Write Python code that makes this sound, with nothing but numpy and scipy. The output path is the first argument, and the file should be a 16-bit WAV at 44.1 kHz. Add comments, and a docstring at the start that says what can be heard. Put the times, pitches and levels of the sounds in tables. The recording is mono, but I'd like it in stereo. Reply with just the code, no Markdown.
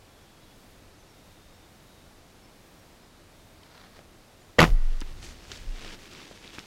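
"""A recurve bow is shot beside a camera at the brushy edge of a field.
The arrow scrapes off its rest, the string slaps the bow's limbs five times and chatters out, and brush
and trees echo the shot. The jolt sets the microphone swaying. The archer's shaggy suit ticks during the
draw, then rustles in a few strokes as the bow comes down. Faint birds and crickets call over a soft hush."""
import sys
import numpy as np
from scipy import signal
from scipy.fft import rfft, irfft, next_fast_len
from scipy.io import wavfile
from scipy.ndimage import map_coordinates

SR = 44100
rng = np.random.default_rng(int(sys.argv[2]) if len(sys.argv) > 2 else 0)


def master(y):
    """Save y as 16-bit WAV."""
    cut = np.clip(np.atleast_2d(y).T, -1, 1)
    pcm = np.round(cut * 32767)  # scale
    wavfile.write(sys.argv[1], SR, pcm.astype(np.int16))


N = 293706

# Levels in the tables are relative: each layer is turned up or down as it is mixed.
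# ringing notes of the limbs, handle and quiver, then of the launch: pitch_hz, level_db, fade_s
BOW_NOTES = [(170.5, 7.5, 0.083), (249, -5, 0.09), (300, -1.5, 0.099), (338.4, 2, 0.082), (452, -8, 0.084),
             (517, 0, 0.11), (740, -12, 0.086), (855, -10, 0.12), (897, -4.5, 0.074), (970, -6, 0.052),
             (1041, -3.5, 0.072), (1133, -8, 0.058), (1175, -1, 0.067), (1265, -1, 0.077),
             (1452, -1, 0.075), (1964, -8, 0.037), (2110, -16, 0.08), (2500, -14, .06), (2520, -13, 0.055),
             (3150, -15, 0.057), (3510, -12, 0.1)]
LAUNCH_NOTES = [(74, -24, .3), (493, -5, .062), (588, -5, .058), (1150, -16, .05), (1650, -18, .04),
                (1960, -14, .04)]
# the string slapping the limbs: start_s, knock_db, rattle_db, rattle_hz, rattle_fade_s, snap_db, ring_db
STRING_SLAPS = [(4.5898, -13, -7.5, 1950, .046, -18.5, -33), (4.6033, -7.5, -11.5, 1510, 0.033, -8.5, -21),
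                (4.616, -5.5, -12.5, 1100, 0.033, -14, -21.5), (4.6281, -10, -3, 2300, .016, -22, -21),
                (4.6408, -5.5, -12.5, 1200, .027, -26, -29)]
# tone of the three noises in a hit: pitch_hz, level_db
KNOCK_TONE = [(20, -34), (90, -13), (170, 6), (400, -1.5), (750, 0), (1250, -2), (2500, -16), (5000, -29),
              (15000, -45)]
RATTLE_TONE = [(100, 0), (400, 0.5), (800, -6), (1300, -2.5), (2000, -4.5), (2900, -6), (3700, -11.5),
               (5800, -17), (8000, -21.5), (15000, -42)]
SNAP_TONE = [(800, -24), (3000, 3.5), (6000, 4), (8500, -6), (11000, -4.5), (13500, -14), (15500, -21)]
# tone of the echoes from the brush and the trees: pitch_hz, level_db
BRUSH_TONE = [(80, -22), (200, -1.5), (850, 5), (1300, -19), (3000, -3.5), (7000, 9), (15000, 13)]
TREES_TONE = [(100, -4), (800, -1.5), (1500, 3.5), (2600, -1.5), (12000, 10)]
# how long those echoes last: pitch_hz, fade_s
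BRUSH_FADE = [(100, 0.33), (600, 0.25), (2000, 0.25), (12000, 0.26)]
TREES_FADE = [(100, 0.47), (1500, 1.97), (5000, 1.6), (12000, 0.76)]
# swings of the microphone mount: start_s, pitch_hz, sway_db, rock_db, rise_s, fade_s
MOUNT_JOLTS = [(4.628, 39.6, -8, -9, 0.024, 0.16), (4.689, 26.6, -0.5, 2, 0.04, 0.31),
               (4.767, 21.8, -6.5, -10.5, 0.059, 0.71), (5.65, 27.7, -13.5, -8.5, 0.046, 0.3),
               (5.76, 21.8, -31.5, -23, 0.056, 0.72)]
# puffs of air on the microphone: peak_s, rise_s, fall_s, level_db
AIR_PUFFS = [(.85, .25, .3, -68), (4.70, 0.045, .045, -30), (5.16, .14, 0.14, -48.5),
             (5.58, .1, .15, -48.5)]
# tone of those puffs: pitch_hz, level_db
PUFF_TONE = [(10, -20), (20, -0.5), (45, -3.5), (80, -8), (130, -16), (250, -33.5), (600, -65)]
# the sleeve sliding during the draw: peak_s, rise_s, fall_s, level_db
SLEEVE_SLIDES = [(3.79, .11, .075, -57), (3.975, .035, .02, -58.5)]
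# rustles as the bow comes down: peak_s, rise_s, fall_s, level_db, cloth_over_strands_db
SUIT_STROKES = [(5.264, .033, .04, -49.5, -1), (5.54, .06, .045, -50, -5), (5.872, .08, .055, -46, -11),
                (6.191, .075, .07, -50, -12), (6.48, .03, .015, -52, -20), (6.55, .02, .035, -49, -11)]
# tone of each part of the suit: pitch_hz, level_db
STRAND_TONE = [(300, -12), (700, -4), (1500, -1.5), (2000, -0.5), (2600, 1), (3500, 0), (5500, -4.5),
               (7000, -17.5), (10000, -22), (15000, -40)]
CLOTH_TONE = [(2000, -25), (4500, -2), (6500, 0.5), (9000, -4.5), (12000, -12), (15500, -27)]
FOLD_TONE = [(80, -12.5), (180, 2), (380, 0), (600, -9), (1200, -34)]
SLEEVE_TONE = [(200, -12), (700, -1), (1600, -2), (2600, -10), (4500, -4.5), (7000, -16), (15000, -26)]
# twigs and gear ticking: start_s, crackle_db, crackle_hz, fade_s, knock_db, knock_hz
GEAR_TICKS = [(3.633, -47, 3500, 0.027, -56, 900), (3.7775, -44, 2600, .018, -45, 1000),
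              (3.839, -48, 1400, .014, -47, 1100), (3.9911, -37.5, 2000, .007, -35, 650),
              (5.0053, -30, 6560, 0.009, -44, 900), (5.0139, -32.5, 3760, .011, -54, 500),
              (5.018, -37.5, 1800, 0.038, -28.5, 286), (5.517, -31, 4400, 0.033, -35, 354),
              (5.5723, -41, 4500, 0.028, -57, 400), (5.848, -41, 3200, .027, -33, 700),
              (6.133, -42, 5500, .021, -58, 400), (6.312, -48, 1500, 0.033, -32.5, 550),
              (6.5846, -29, 1780, 0.009, -32.5, 350), (6.5918, -32, 4360, 0.015, -44, 400)]
# distant bird peeps: start_s, pitch_hz, level_db
BIRD_PEEPS = [(.22, 5550, -63), (.42, 4000, -58), (.98, 6300, -60), (1.08, 5620, -57), (1.53, 5550, -61),
              (2.42, 5450, -57), (2.78, 5750, -62), (3.013, 5150, -60), (4.40, 7200, -62)]
# cricket trills: start_s, length_s, pitch_hz, level_db
CRICKET_TRILLS = [(0, .68, 3380, -65), (1.05, .75, 3680, -64), (1.83, .25, 3760, -64),
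                  (3.25, .35, 3700, -67), (3.7, .6, 3740, -73), (4.3, .25, 3560, -70)]
# tone of the field's hush and low rumble: pitch_hz, level_db
HUSH_TONE = [(12, -34), (20, 0.5), (55, -10), (93, -4.5), (123, -10), (187, -9.5), (355, -10.5),
             (408, -12.5), (693, -13.5), (1110, -18), (3130, -23.5), (3700, -22.5), (4760, -24.5),
             (13400, -34.5), (15800, -47)]
RUMBLE_TONE = [(10, -28), (22, 1), (55, -8.5), (95, -0.5), (140, -10), (300, -25)]
# how alike left and right sound (1 is the same, 0 is unrelated): pitch_hz, likeness
BOW_LIKENESS = [(100, 0.91), (1400, 0.99), (3500, 0.76), (7000, 0.82), (15000, 0.41)]
SUIT_LIKENESS = [(200, 1), (700, 0.81), (3000, 1), (8000, 0.71), (15000, 0.66)]
AIR_LIKENESS = [(60, 0.72), (130, 0.55), (290, 0.39), (640, 0.11), (1410, 0.13), (3100, 0.08),
                (6820, 0.016), (15000, -0.11)]
# which side is louder: pitch_hz, left_over_right_db
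BOW_BALANCE = [(100, 4.6), (400, 2.7), (1300, 1.5), (8000, 0.5)]
SUIT_BALANCE = [(200, -1.2), (4000, -1.6), (15000, -0.56)]

TOUCH_HZ, TOUCH_FADE_S, TOUCH_RING_DB = 950, .036, -17  # a light hit: its rattle, and ring over rattle


def bow(slip_s=4.584, release_s=4.5858, bounce_s=.0065, chatter_s=4.650, swing_s=.0132):
    """The string drives the arrow off, slaps the limbs, then taps them more lightly with each swing."""
    out = np.zeros((2, N))
    add(out, slip_s, touch(-30))  # the string slips off the fingers
    launch = amp(-3) * ring(LAUNCH_NOTES, attack_s=0.0015, spread_db=1)
    arrow_scrape = touch(-15)
    add(out, release_s, launch + arrow_scrape)
    for k, (start, *slap) in enumerate(STRING_SLAPS):
        add(out, start, hit(*slap))
        add(out, start + bounce_s, touch(-14 - 2 * k))  # the string bounces back and taps again
    for k in range(5):
        db = -24.5 - 8 * np.log2(k + 1)
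        tap = hit(db + 5, db, TOUCH_HZ, TOUCH_FADE_S, snap_db=-39, ring_db=db + TOUCH_RING_DB)
        add(out, chatter_s + k * swing_s, tap)
    return from_left(out, lead_s=5.3e-5, balance=BOW_BALANCE)


def hit(knock_db, rattle_db, rattle_hz, rattle_fade_s, snap_db, ring_db):
    """One hit on the bow makes a knock, rattling arrows, a bright snap and ringing limbs."""
    out, t = np.zeros((2, SR // 2)), clock(8192)
    # each spot on the bow favours its own range of pitches
    boost = lambda hz: amp(5 * np.exp(-(np.log2((hz + 1) / rattle_hz) / 0.26) ** 2))
    rattle = unit(filtered(noise(RATTLE_TONE, BOW_LIKENESS, len(t)), boost)) * fade(t, rattle_fade_s)
    snap = noise(SNAP_TONE, BOW_LIKENESS, len(t)) * fade(t, 0.015)
    onset = 1 - np.exp(-t / 0.00025)
    add(out, 0, (amp(rattle_db) * rattle + amp(snap_db) * snap) * onset)
    add(out, 0, amp(knock_db) * pulse(KNOCK_TONE))
    add(out, 0, amp(ring_db) * ring(BOW_NOTES, attack_s=.001, spread_db=1.5))
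    return out


def touch(db):
    """A light, dull hit from the string or an arrow."""
    return hit(db - 4, db, TOUCH_HZ, TOUCH_FADE_S, snap_db=db - 15, ring_db=db + TOUCH_RING_DB)


def ring(notes, attack_s, spread_db):
    """A struck part rings with fading notes, a little louder or softer each time."""
    t = clock(SR // 2)
    tones = sum(amp(db + spread_db * rng.standard_normal()) * fade(t, fade_s) * np.sin(2 * np.pi * hz * t)
                for hz, db, fade_s in notes)
    return tones * (1 - np.exp(-t / attack_s))


def with_field_echoes(direct):
    """The sound itself, a quick echo from the brush and a faint, late one from the trees."""
    near = filtered(echo(direct, BRUSH_FADE, rise_s=0.0096), lambda hz: amp(look_up(BRUSH_TONE, hz)))
    far = filtered(echo(direct, TREES_FADE, rise_s=0.11), lambda hz: amp(look_up(TREES_TONE, hz)))
    return direct + amp(-16) * near + amp(-36) * far


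def mount_swings():
    """Jolts swing the microphone: swaying moves both sides together, rocking moves them opposite ways."""
    out, t = np.zeros((2, N)), clock(SR)
    for start, hz, sway_db, rock_db, rise_s, fade_s in MOUNT_JOLTS:
        swing = fade(t, fade_s) * (1 - np.exp(-(t / rise_s) ** 2))
        sway = amp(sway_db) * np.sin(2 * np.pi * hz * t)
        rock = amp(rock_db) * np.cos(2 * np.pi * hz * t)
        add(out, start, swing * np.array([sway + rock, sway - rock]))
    return out * amp([[-1.5], [1.5]])


def air_puffs():
    """Puffs of air rumble on the microphone."""
    return amp(7) * swells(AIR_PUFFS) * noise(PUFF_TONE, likeness=[(60, 0.1)])


def archer():
    """The moving archer's suit rustles while twigs, gear and strands tick."""
    strands, cloth, sleeve = suit_motion()
    sound = suit_rustle(strands, cloth, sleeve) + gear_ticks() + strand_ticks(strands + sleeve)
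    return from_left(sound, lead_s=4.7e-5, balance=SUIT_BALANCE)


def suit_motion(stir_s=4.72, rise_s=0.16, growth_db_per_s=2.5):
    """How loud strands, cloth and sleeve are over time; after the shot the suit stirs more and more."""
    since = clock() - stir_s
    stir = amp(-58.5 + growth_db_per_s * since) * np.clip(since / rise_s, 0, 1)
    strands = swells([(s, rise, fall, db) for s, rise, fall, db, _ in SUIT_STROKES])
    cloth = swells([(s, rise, fall, db + cloth_db) for s, rise, fall, db, cloth_db in SUIT_STROKES])
    return np.hypot(strands, stir), np.hypot(cloth, amp(-7) * stir), swells(SLEEVE_SLIDES)


def suit_rustle(strands, cloth, sleeve):
    """Strands catch in tiny snags, cloth and sleeve slide, and folds flap softly."""
    flicker = lambda depth_db, rate_hz: amp(depth_db * wobble(rate_hz))
    snags = flicker(3.8, 900)
    out = amp(1) * strands * noise(STRAND_TONE, SUIT_LIKENESS, grain=snags)
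    out += amp(5) * cloth * noise(CLOTH_TONE, SUIT_LIKENESS, grain=flicker(1.5, 1500))
    out += amp(-3.5) * strands * noise(FOLD_TONE, SUIT_LIKENESS)
    out += amp(2) * sleeve * noise(SLEEVE_TONE, SUIT_LIKENESS, grain=snags)
    return out * flicker(1.5, 60)


def gear_ticks(knock_cycles=7):
    """Twigs and gear tick: a short crackle over a dull knock that dies quickly."""
    out, t = np.zeros((2, N)), clock(4096)
    for start, db, hz, fade_s, knock_db, knock_hz in GEAR_TICKS:
        knock = np.sin(2 * np.pi * knock_hz * t) * fade(t, knock_cycles / knock_hz)
        add(out, start, amp(db) * crackle(hz, fade_s) + amp(knock_db) * knock)
    return out


def strand_ticks(motion, count=30, pitch_hz=3620, spread_octaves=.4):
    """Strands snap free at random, more often and louder the more the suit moves."""
    out, travel = np.zeros((2, N)), np.cumsum(motion)
    moments = np.searchsorted(travel, rng.random(count) * travel[-1])
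    for i, (strength, shift) in zip(moments, rng.standard_normal((count, 2))):
        tick = crackle(pitch_hz * 2 ** (spread_octaves * shift), fade_s=0.017)
        add(out, i / SR, motion[i] * amp(3.5 + 4 * strength) * tick)
    return out


def crackle(hz, fade_s):
    """A sharp pop and a short burst of noise around one pitch."""
    t = clock(4096)
    tone = [(hz / 8, -22), (hz / 4, -11), (hz, 0), (hz * 1.47, -4), (hz * 2, -15.4), (hz * 4, -33)]
    return noise(tone, SUIT_LIKENESS, len(t)) * fade(t, fade_s) + pulse(tone)


def birds(peep_s=.045, fall_hz=220):
    """Thin peeps that each slide down in pitch."""
    out, progress = np.zeros((2, N)), np.linspace(0, 1, int(peep_s * SR))
    for start, hz, db in BIRD_PEEPS:
        pitch = hz - fall_hz * progress + 80 * wobble(340)[:len(progress)]
        add(out, start, amp(db) * np.sin(np.pi * progress) * whistle(pitch))
    return out


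def crickets():
    """High, wavering trills that fade in and out."""
    out = np.zeros((2, N))
    for start, length_s, hz, db in CRICKET_TRILLS:
        count = int(length_s * SR)
        pitch = hz + 65 * wobble(220)[:count]
        add(out, start, amp(db) * signal.windows.tukey(count) * whistle(pitch))
    return out


def through_leaves(calls):
    """Leaves on the way soften and blur the calls."""
    return amp(-4.5) * calls + amp(-6.5) * echo(calls, BRUSH_FADE, rise_s=0.0043)


def field_air():
    """The steady hush of the field over an uneven low rumble."""
    rumble = noise(RUMBLE_TONE, AIR_LIKENESS) * amp(-64 + 2.3 * wobble(4.96))
    hush = noise(HUSH_TONE, AIR_LIKENESS) * amp([[-52.6], [-52.1]])
    return hush + rumble


def amp(db):
    """Turn decibels into a number to multiply by."""
    return 10 ** (np.asarray(db) / 20)


def unit(x):
    """Scale a sound to an average power of 1."""
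    return x / np.sqrt(np.mean(x ** 2) + 1e-20)


def look_up(table, hz):
    """Read a table at any pitch, gliding between its rows."""
    pitches, values = np.transpose(table)
    return np.interp(np.log(hz + 1), np.log(pitches + 1), values)


def clock(count=N):
    """The time in seconds at each sample."""
    return np.arange(count) / SR


def wobble(rate_hz):
    """A smooth curve through rate_hz random points a second."""
    return map_coordinates(rng.standard_normal(int(N * rate_hz / SR) + 4), [clock() * rate_hz])


def fade(t, fade_s):
    """Die away by 60 dB every fade_s seconds."""
    return amp(-60 * t / fade_s)


def whistle(pitch_hz):
    """A pure tone that follows a changing pitch."""
    return np.sin(2 * np.pi * np.cumsum(pitch_hz) / SR)


def swells(rows):
    """A loudness curve made of bell-shaped humps."""
    t = clock()
    return np.sqrt(sum(amp(db) ** 2 * np.exp(-((t - peak) / np.where(t < peak, rise, fall)) ** 2)
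                       for peak, rise, fall, db in rows))


def add(track, start_s, sound):
    """Mix a sound into a track at the given time."""
    part = track[..., max(round(start_s * SR), 0):][..., :sound.shape[-1]]
    part += sound[..., :part.shape[-1]]


def filtered(x, response):
    """Multiply each pitch in a sound by response(hz)."""
    count = x.shape[-1]
    padded = next_fast_len(count + 4096)
    return irfft(rfft(x, padded) * response(np.fft.rfftfreq(padded, 1 / SR)), padded)[..., :count]


def noise(tone, likeness, count=N, grain=1):
    """Stereo noise with the given tone; grain roughens it first."""
    angle = lambda hz: np.arccos(np.clip(look_up(likeness, hz), -1, 1)) / 2
    shape = lambda hz: amp(look_up(tone, hz)) * [np.cos(angle(hz)), np.sin(angle(hz))]
    shared, opposite = filtered(grain * rng.standard_normal((2, count)), shape)
    return unit(np.array([shared + opposite, shared - opposite]))


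def pulse(tone, size=4096):
    """One sudden push with the given tone and a peak of 1."""
    cepstrum = irfft(np.log(amp(look_up(tone, np.fft.rfftfreq(size, 1 / SR)))))
    # folding the late half onto the early half packs the energy at the start
    cepstrum[1:size // 2] *= 2
    cepstrum[size // 2 + 1:] = 0
    push = irfft(np.exp(rfft(cepstrum)))
    return push / np.abs(push).max()


def from_left(x, lead_s, balance):
    """Sound from the archer's side reaches the left of the microphone first."""
    half = np.array([[.5], [-.5]])
    head_start = lambda hz: np.exp(2j * np.pi * hz * lead_s * half)
    return filtered(x, lambda hz: head_start(hz) * amp(look_up(balance, hz) * half))


def echo(x, fades, rise_s):
    """A blurred echo in which each pitch dies away at its own speed."""
    hz, t, bands = signal.stft(rng.standard_normal((2, SR)), SR, nperseg=256)
    tail = signal.istft(bands * fade(t, look_up(fades, hz)[:, None]), SR, nperseg=256)[1]
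    tail *= 1 - np.exp(-(clock(tail.shape[1]) / rise_s) ** 2)
    return signal.fftconvolve(x.mean(0)[None], tail / np.linalg.norm(tail[0]), axes=1)[:, :N]


def scene():
    """Everything that reaches the microphone, left and right."""
    foreground = with_field_echoes(bow()) + mount_swings() + air_puffs() + archer()
    return foreground + through_leaves(birds() + crickets()) + field_air()


def record(dry, ceiling=0.99, top_hz=15850):
    """The camera rounds off the loudest peaks and drops the very highest pitches."""
    rounded = dry / (1 + np.abs(dry / ceiling) ** 6) ** (1 / 6)
    return filtered(rounded, lambda hz: hz < top_hz)


dry = scene()
out = record(dry)
master(out)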